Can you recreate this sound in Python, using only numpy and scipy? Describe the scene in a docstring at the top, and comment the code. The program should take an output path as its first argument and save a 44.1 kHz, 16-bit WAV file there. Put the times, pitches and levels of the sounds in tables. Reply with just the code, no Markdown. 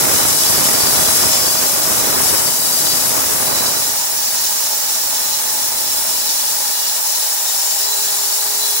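"""Band sawmill in an open yard

A hardwood log is ripped into a board, heard from beside the carriage on a stereo microphone.
The teeth hiss through the wood, the steel band rings and squeals, drive and frame drone underneath.
A draught flutters on the right port until the microphone shifts along the log, after about 3.7 s."""
import sys
import numpy as np
from scipy import signal
from scipy.fft import rfft, irfft
from scipy.io import wavfile
from scipy.ndimage import uniform_filter1d

SR = 44100
rng = np.random.default_rng(int(sys.argv[2]) if len(sys.argv) > 2 else 0)


def store_wav(level_fs):
    """Save 16-bit WAV to argv[1]."""
    pcm = np.round(np.clip(np.atleast_2d(level_fs), -1, 1) * 32767)
    wavfile.write(sys.argv[1], SR, pcm.T.astype(np.int16))


N = 388080
TIME_S, BIN_HZ = np.arange(N) / SR, np.arange(N // 2 + 1) * SR / N


def from_db(db):
    """Decibels to gain."""
    return 10 ** (np.asarray(db) / 20)


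def unit_rms(x):
    """Scale to rms 1."""
    return x / np.sqrt(np.mean(np.abs(x) ** 2) + 1e-20)


def in_time(rows):
    """The columns of a curve table, sample by sample."""
    times_s, *columns = np.transpose(rows)
    return np.array([np.interp(TIME_S, times_s, column) for column in columns])


def swell(peak_s, length_s):
    """A bell curve of height 1, length_s wide at half height."""
    return np.exp(-np.log(2) * np.minimum((2 * (TIME_S - peak_s) / length_s) ** 2, 50))


def drift(rate_hz):
    """A smooth random curve of rms 1 that changes about rate_hz times a second."""
    pole = np.exp(-40 * np.pi * rate_hz / SR)   # runs at SR / 20
    noise = rng.standard_normal(N // 20 + 3002)
    slow = signal.lfilter([1], [1, -2 * pole, pole * pole], noise)[3000:]
    return np.interp(np.arange(N) / 20, np.arange(len(slow)), unit_rms(slow))


def cycle(hz, wander):
    """Phase of something that turns at a slightly unsteady speed."""
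    return 2 * np.pi * np.cumsum(hz * (1 + wander * drift(2.06))) / SR


def shimmer(width_hz, roughness):
    """The complex amplitude of a ringing mode; roughness is the random share of its power."""
    random_part = drift(width_hz / 2) + 1j * drift(width_hz / 2)
    return np.sqrt(1 - roughness) + np.sqrt(roughness / 2) * random_part


def coloured_noise(spectrum):
    """An independent noise for each level column of a spectrum."""
    hz, *columns = np.transpose(spectrum)
    gains = from_db([np.interp(np.log(BIN_HZ + 1), np.log(hz), column) for column in columns])
    return irfft(rfft(rng.standard_normal((len(columns), N))) * gains, N) * np.sqrt(SR / 2)


def below(x, edge_hz):
    """The part of a sound under a frequency."""
    return irfft(rfft(x) * (BIN_HZ < edge_hz), N)


def resonate(x, resonances, depth_db):
    """Lift each resonance out of the spectrum; depth_db adds to every boost."""
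    peaks = sum(from_db(boost_db) ** 2 / (1 + (2 * (BIN_HZ - hz) / width_hz) ** 2) ** 2
                for hz, width_hz, boost_db in resonances)
    return irfft(rfft(x) * np.sqrt(1 + peaks * from_db(depth_db) ** 2), N)


def singing(modes, levels_db, roughness, wander, speed=1):
    """Modes kept ringing, part steady and part rough; they reach the right port late."""
    out = np.zeros((2, N))
    for mode, level_db, rough in zip(modes, levels_db, np.broadcast_to(roughness, len(modes))):
        hz, width_hz, left_db, right_db, lag_ms = mode[:5]
        amplitude = np.sqrt(2) * from_db(level_db) * shimmer(width_hz, rough)
        tone = amplitude * np.exp(1j * cycle(hz * speed, wander))
        out[0] += from_db(left_db) * tone.real
        out[1] += from_db(right_db) * (tone * np.exp(-2j * np.pi * hz * lag_ms / 1000)).real
    return out


# Microphone along the log, 0 at the first spot and 1 at the second: time_s, position
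MIC_POSITION = [(0, 0.02), (2.9, 0.048), (4.0, 0.99), (8.8, 1)]


def by_spot(first, second):
    """A value that moves from first to second as the microphone shifts along the log."""
    return first + (second - first) * in_time(MIC_POSITION)[0]


# Colour of the draught, right on the microphone: frequency_hz, relative_db
DRAUGHT_SPECTRUM = [(25, -80), (45, -71), (63, -51), (150, -50.5), (400, -50), (800, -50.5), (1200, -52),
                    (1800, -56), (2600, -59), (3400, -73.5), (7000, -92)]
# Strength of its rumble, before each port's gain: time_s, level_db
DRAUGHT_LEVEL = [(0.0, -32.5), (0.25, -33.5), (0.36, -37), (0.54, -33.5), (1.25, -34), (1.7, -37.5),
                 (1.95, -35.5), (2.15, -34), (2.4, -34.5), (2.55, -41.5), (3.0, -37.5), (3.25, -36.5),
                 (3.65, -36.5), (3.85, -43), (4.02, -50), (4.35, -50.5), (4.8, -52), (5.2, -49),
                 (5.65, -48), (6.75, -55), (7.1, -66), (7.7, -68), (8.0, -56), (8.8, -57)]
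# Short puffs of air on the microphone: peak_s, length_s, extra_db
AIR_PUFFS = [(0.23, 0.057, 0), (0.99, 0.024, 3.5), (1.63, 0.046, 3), (3.19, 0.05, 4)]


def draught(left_db=-18, right_db=5, rumble_top_hz=223):
    """Lumpy turbulence, its own at each port; the left port lies in the lee."""
    puffs_db = sum(extra_db * swell(peak_s, length_s) for peak_s, length_s, extra_db in AIR_PUFFS)
    eddies_db = 0.5 * drift(31) + 2.5 * drift(230)
    gusts = from_db(in_time(DRAUGHT_LEVEL) + puffs_db + eddies_db)
    air = np.vstack([coloured_noise(DRAUGHT_SPECTRUM) for port in range(2)])
    return air / np.std(below(air, rumble_top_hz)) * gusts * from_db([[left_db], [right_db]])


# Broad roar of carriage and log, from alongside: frequency_hz, left_db, right_db
ROAR_SPECTRUM = [(30.0, -95.3, -92), (60.0, -98, -102), (130.0, -88, -86), (340.0, -81, -75.5),
                 (445, -76.5, -68.5), (656, -70, -64.5), (870, -67.5, -62.5), (1100.0, -73.5, -64.5),
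                 (1400.0, -71, -64.5), (1790, -68, -65.5), (2140, -70.5, -68), (2640, -74, -71.5),
                 (4330, -123, -119)]
# Resonances of frame, wheels and log: pitch_hz, width_hz, boost_db
FRAME_PEAKS = [(160, 18, 6), (240, 26, 8), (474, 18, 4), (565, 36, 7), (645, 44, 8), (830, 26, 8),
               (885, 50, 10), (968, 40, 11), (1065, 30, 3), (1590, 30, 5), (1735, 40, 4), (1860, 70, 6),
               (2260, 50, 2), (2430, 60, 3)]


def carriage_roar():
    """The roar of carriage and log rings in the frame, a little louder at the second spot."""
    roar = resonate(coloured_noise(ROAR_SPECTRUM), FRAME_PEAKS, depth_db=[[-0.5], [-7.5]])
    return roar * from_db(by_spot(np.array([[-0.5], [-1]]), 1))


# The drive sags under load and picks up as the cut eases: time_s, turns_per_s
DRIVE_TURNS = [(0, 80.7), (0.9, 79.6), (1.5, 79.8), (2.2, 80.3), (3.6, 80.25), (4.7, 81.0), (5.3, 80.7),
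               (6.3, 81.3), (7.2, 80.75), (8.8, 80.4)]
# Drive and wheels at rated speed, from the first spot:
# pitch_hz, width_hz, left_db, right_db, right_lag_ms, second_spot_gain_db, roughness
DRIVE_TONES = [(160.8, 3, -51, -51, .1, -20, .1), (241.2, 20, -57, -54, .1, -7, .45),
               (413.5, 3, -50, -49, .1, -13, .03), (563, 10, -55, -59, .1, 0, .2),
               (573.5, 6, -47.5, -51, .1, -12, .08), (643.2, 18, -43.5, -42.5, .1, -8.5, .1),
               (724, 8, -51, -54, .1, -1, .15), (791, 6, -62, -62, .1, 3, .1),
               (825.5, 20, -53, -55, .1, 10.5, .1), (873, 24, -56, -59, .1, 8, .15),
               (884.4, 16, -48, -51, .1, 0, .25), (926, 8, -49, -52, .1, -3, .25),
               (964.8, 20, -44, -47, .1, -1, .22)]
# A tone swells or fades for a while: peak_s, length_s, pitch_hz, extra_db
TONE_SWELLS = [(0.65, 0.5, 413.5, 5), (1.1, 0.6, 241.2, 7), (1.2, 1.5, 643.2, 7), (1.0, 0.6, 964.8, -7),
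               (1.85, 0.8, 825.5, 10), (1.8, 0.55, 573.5, 13), (2.18, 0.6, 413.5, 12),
               (3.5, 0.5, 573.5, 12), (3.65, 0.5, 413.5, 13), (3.75, 0.7, 643.2, 7),
               (3.7, 0.7, 825.5, 4), (5.3, 1.1, 873, 9), (6.5, 0.8, 873, 6), (6.2, 0.7, 563, 4),
               (6.4, 1.0, 241.2, 8), (7.6, 0.9, 791, 16), (7.7, 0.6, 643.2, -4), (7.9, 0.36, 413.5, 10),
               (8.65, 1.3, 413.5, 20.5)]
# Faint tones of the machine: pitch_hz, width_hz, left_db, right_db, right_lag_ms
FAINT_HUM = [(474, 6, -58, -58, .1), (614, 8, -55, -55, .1), (646, 20, -55, -50, .1),
             (857, 14, -54, -56, .1), (987, 10, -54, -56, .1), (1067, 8, -55, -55, .1),
             (1216, 5, -52, -55, .1), (1245, 7, -56, -54, .1)]


def drive_drone(rated_turns_per_s=80.4):
    """Tones of drive and wheels glide together with the speed; their balance depends on the spot."""
    speed = in_time(DRIVE_TURNS)[0] / rated_turns_per_s
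    pitches_hz, *_, spot_gains_db, roughness = np.transpose(DRIVE_TONES)
    levels_db = np.array([by_spot(0, gain_db) for gain_db in spot_gains_db])
    for peak_s, length_s, hz, extra_db in TONE_SWELLS:
        levels_db[np.argmin(abs(pitches_hz - hz))] += extra_db * swell(peak_s, length_s)
    tones = singing(DRIVE_TONES, levels_db, roughness, wander=0.0005, speed=speed)
    hum = singing(FAINT_HUM, np.zeros(len(FAINT_HUM)), roughness=0.74, wander=0.00092, speed=speed)
    return tones + hum


def machine(throb_hz=23):
    """Drone and roar throb together under the cut."""
    body = drive_drone() + carriage_roar()
    phase = cycle(throb_hz, wander=0.02)
    throb_db = 0.7 * np.sin(phase) + 0.7 * np.sin(2 * phase) + 0.4 * drift(20)
    return body * from_db(throb_db)


# The band rubbing in the kerf: peak_s, half_length_s, pitch_hz, width_hz, left_db, right_db
KERF_SQUEALS = [(0.25, 0.3, 3995, 50, -30, -43), (0.45, 0.17, 5275, 50, -26, -25),
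                (0.5, 0.22, 4615, 60, -25, -34), (0.75, 0.25, 5240, 50, -30, -28),
                (0.85, 0.22, 4600, 60, -24, -33), (0.85, 0.6, 3965, 40, -33, -48),
                (1.35, 0.3, 5245, 50, -26, -24), (1.42, 0.27, 4620, 65, -24, -30),
                (1.5, 0.4, 7410, 70, -31, -44), (2.07, 0.15, 3995, 35, -30, -31),
                (2.85, 0.5, 3995, 40, -32, -41), (2.8, 0.45, 4635, 45, -28, -31),
                (3.58, 0.3, 4630, 55, -31, -33), (3.64, 0.32, 3998, 35, -28, -36),
                (3.72, 0.2, 5280, 50, -38, -29), (3.95, 0.4, 7070, 70, -34, -40),
                (4.35, 0.25, 4550, 80, -33, -39), (5.25, 0.3, 4030, 50, -35, -48),
                (6.2, 0.3, 3400, 30, -38, -50), (6.05, 0.33, 5350, 40, -32, -33),
                (6.25, 0.3, 4000, 45, -33, -48), (6.35, 0.35, 4535, 50, -30, -44),
                (7.45, 0.3, 3750, 40, -36, -47), (7.65, 0.25, 5350, 60, -30, -37),
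                (7.75, 0.9, 7420, 150, -37, -39), (7.9, 1.1, 7055, 110, -30, -38),
                (7.97, 0.27, 4002, 28, -28, -37), (8.2, 0.8, 4630, 45, -32.5, -42),
                (8.3, 0.25, 5355, 50, -32, -42), (8.45, 0.5, 4490, 70, -32.5, -43),
                (8.43, 0.41, 4165, 40, -35, -48), (8.66, 0.3, 4005, 25, -28.5, -39)]


def squeals(right_lag_turns=0.27):
    """A mode of the rubbing band locks on roughly, swells and dies away."""
    out = np.zeros((2, N))
    for peak_s, half_length_s, hz, width_hz, left_db, right_db in KERF_SQUEALS:
        span = np.flatnonzero(abs(TIME_S - peak_s) < half_length_s)
        envelope = 1 - ((TIME_S[span] - peak_s) / half_length_s) ** 2
        amplitude = envelope * unit_rms(shimmer(width_hz, roughness=0.58)[span])
        turns = hz * TIME_S[span] - np.array([[0], [right_lag_turns]])
        tone = amplitude * np.exp(2j * np.pi * turns)
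        out[:, span] += np.sqrt(2) * from_db([[left_db], [right_db]]) * tone.real
    return out


# Band modes that sing all through the cut: pitch_hz, width_hz, left_db, right_db, right_lag_ms
STEEL_MODES = [(2900, 40, -51, -54, .1), (3400, 50, -46, -55, .1), (4020, 60, -39, -52, .15),
               (4630, 70, -39, -43, .09), (5180, 50, -39, -42, .1), (7410, 70, -43, -51, .06)]


def steel_band():
    """The band sings in a few modes that flare, fade and wander with the tension."""
    levels_db = [1.5 + 4 * drift(1.8) for _ in STEEL_MODES]
    return singing(STEEL_MODES, levels_db, roughness=0.64, wander=0.001486)


# Sizzle of the teeth late in the cut: peak_s, length_s, centre_hz, width_hz
TOOTH_SIZZLE = (7.95, 1.3, 7300, 1600)


def sizzle(left_db=-25.5, right_db=-32.5):
    """The teeth rasp for a while around the band's highest squeals."""
    peak_s, length_s, hz, width_hz = TOOTH_SIZZLE
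    amplitude = np.array([shimmer(width_hz, roughness=0.8) for port in range(2)])
    rasp = (amplitude * np.exp(2j * np.pi * hz * TIME_S)).real
    return np.sqrt(2) * from_db([[left_db], [right_db]]) * swell(peak_s, length_s) * rasp


def at_level(x, curve, window_s=0.66):
    """Even out each port, then give the pair the level and balance of a curve."""
    level_db, balance_db = in_time(curve)
    left_share = 1 / (1 + from_db(-balance_db) ** 2)
    even = x / np.sqrt(uniform_filter1d(x ** 2, int(window_s * SR)))
    return 2 * from_db(level_db) * np.sqrt([left_share, 1 - left_share]) * even


# Resonances of the steel band and its guards: pitch_hz, width_hz, boost_db
STEEL_PEAKS = [ (2910, 70, 4), (3030, 110, 6), (3400, 100, 5.5), (3520, 80, 4), (3750, 130, 6),
               (3890, 80, 4), (4015, 100, 8), (4160, 90, 6.5), (4530, 140, 7), (4660, 90, 6), (4820, 70, 1),
               (5010, 70, 2.5), (5230, 120, 4), (5350, 90, 2.5), (5490, 60, 0), (5630, 110, 2),
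               (5900, 140, 2), (6160, 110, 0), (6430, 80, 1), (6720, 150, 1), (7060, 120, -1),
               (7410, 160, 1)]
# How hard the band rubs, heard beside the carriage: time_s, relative_db, left_minus_right_db
RUBBING_LEVEL = [(0.0, -20.5, 2), (0.5, -20, 1), (0.95, -20, 0), (1.35, -19.5, 1.5), (1.7, -21.5, 2),
                 (2.3, -22, 2.5), (2.9, -21.5, 4), (3.65, -23, 1), (4.05, -23, 1.0), (4.35, -22.5, 1),
                 (4.7, -23, 0), (5.1, -22, 0.5), (5.7, -24.5, 0.5), (6.1, -23, 1), (6.75, -23, 3),
                 (7.85, -22.5, 3.5), (8.15, -23.5, 2), (8.8, -23.5, 3.0)]


def band_rubbing(hiss, groups=4, flare_db=3):
    """Hiss rings in the band; interleaved groups of resonances flare and fade on their own."""
    ringing = hiss.copy()
    for k in range(groups):
        ring = resonate(hiss, STEEL_PEAKS[k::groups], depth_db=[[0], [1]]) - hiss
        ringing += ring * from_db(flare_db * drift(4.2))
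    chatter_db = 0.84 * drift(22)
    return at_level(ringing, RUBBING_LEVEL) * from_db(chatter_db - 1)


# How hard the teeth bite: time_s, relative_db, left_minus_right_db
BITE_LEVEL = [(0.0, -20, 4), (0.29, -19, 8.5), (0.68, -20, 5), (1.2, -19, 8.5), (1.59, -22, 6),
              (2.18, -21, 7), (2.28, -18.5, 10), (2.52, -21.5, 9.5), (3.38, -22, 8.5), (3.72, -24, 5.0),
              (3.77, -23.5, 7.5), (4.0, -24, 7.5), (4.39, -25, 5), (6.2, -24.5, 5.5), (6.37, -24.5, 4),
              (8.8, -24.5, 5)]


def tearing_fibres(hiss):
    """The hiss of tearing wood follows the bite and flutters with the log's uneven grain."""
    grain_db = 0.67 * drift(23) + 0.2 * drift(250)
    return at_level(hiss, BITE_LEVEL) * from_db(grain_db)


# Hiss of the teeth from the first spot beside the log: frequency_hz, left_db, right_db
FIRST_SPOT_HISS = [(1500.0, -83.5, -99), (2760, -64, -58), (3570, -65.5, -52), (3620, -61.5, -56.5),
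                   (4400, -60.5, -58), (4600, -62, -53), (5130, -53, -47.5), (6800, -53, -47),
                   (7660, -51, -49), (8700, -49.5, -60), (10050, -53.5, -51), (10670, -46.5, -72),
                   (11800, -49.5, -62), (12400, -62.5, -52), (13600, -60.5, -54), (15600, -68, -51),
                   (16000, -68.8, -46)]
# The hiss that dominates at the second spot: frequency_hz, left_db, right_db
SECOND_SPOT_HISS = [(1500.0, -101, -82), (2740, -66, -58.5), (2900, -71, -66.5), (3730, -63.5, -75),
                    (4450, -62.5, -59), (5070, -63.5, -60.5), (5320, -58.5, -50), (6100, -61, -51),
                    (7000, -59, -50), (8600, -56, -56.5), (10700, -52.5, -83.5), (10760, -54.5, -49.5),
                    (11370, -56, -57), (12100, -60.5, -61), (13300, -61, -56.5), (14400, -79, -57),
                    (15400, -72.4, -50.5)]


def teeth(steel_top_hz=7700, sawdust_from_hz=13400, tooth_hz=161, lap_hz=6.9):
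    """The teeth hiss through the log: ringing steel lowest, fibres above, flying sawdust on top."""
    second_share = by_spot(0, 0.85)
    hiss = np.sqrt(1 - second_share) * coloured_noise(FIRST_SPOT_HISS)
    hiss += np.sqrt(second_share) * coloured_noise(SECOND_SPOT_HISS)
    low = below(hiss, steel_top_hz)
    sawdust = hiss - below(hiss, sawdust_from_hz)
    cut = band_rubbing(low) + tearing_fibres(hiss - low - sawdust)
    lap_db = 0.06 * np.sin(cycle(lap_hz, wander=0.018))   # once per lap of the band
    tooth_db = 0.36 * np.sin(cycle(tooth_hz, wander=0.0016))
    knots_db = 0.3 * drift(5.6)
    return cut * from_db(lap_db + tooth_db + knots_db) + sawdust


def scene():
    """All sources at the microphone's two ports, with no walls near."""
    return teeth() + steel_band() + sizzle() + squeals() + machine() + draught()


def record(dry, low_cut_hz=40, top_hz=15760, peak_limit=0.85):
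    """The recorder thins the rumble and cuts the top steeply; rare peaks are held below full scale."""
    low_cut = signal.butter(2, low_cut_hz, "high", fs=SR, output="sos")
    low_pass = signal.ellip(14, 0.1, 80, top_hz, fs=SR, output="sos")
    clipped = np.clip(signal.sosfilt(low_cut, dry), -peak_limit, peak_limit)
    return signal.sosfilt(low_pass, clipped)


dry = scene()
out = record(dry)
store_wav(out)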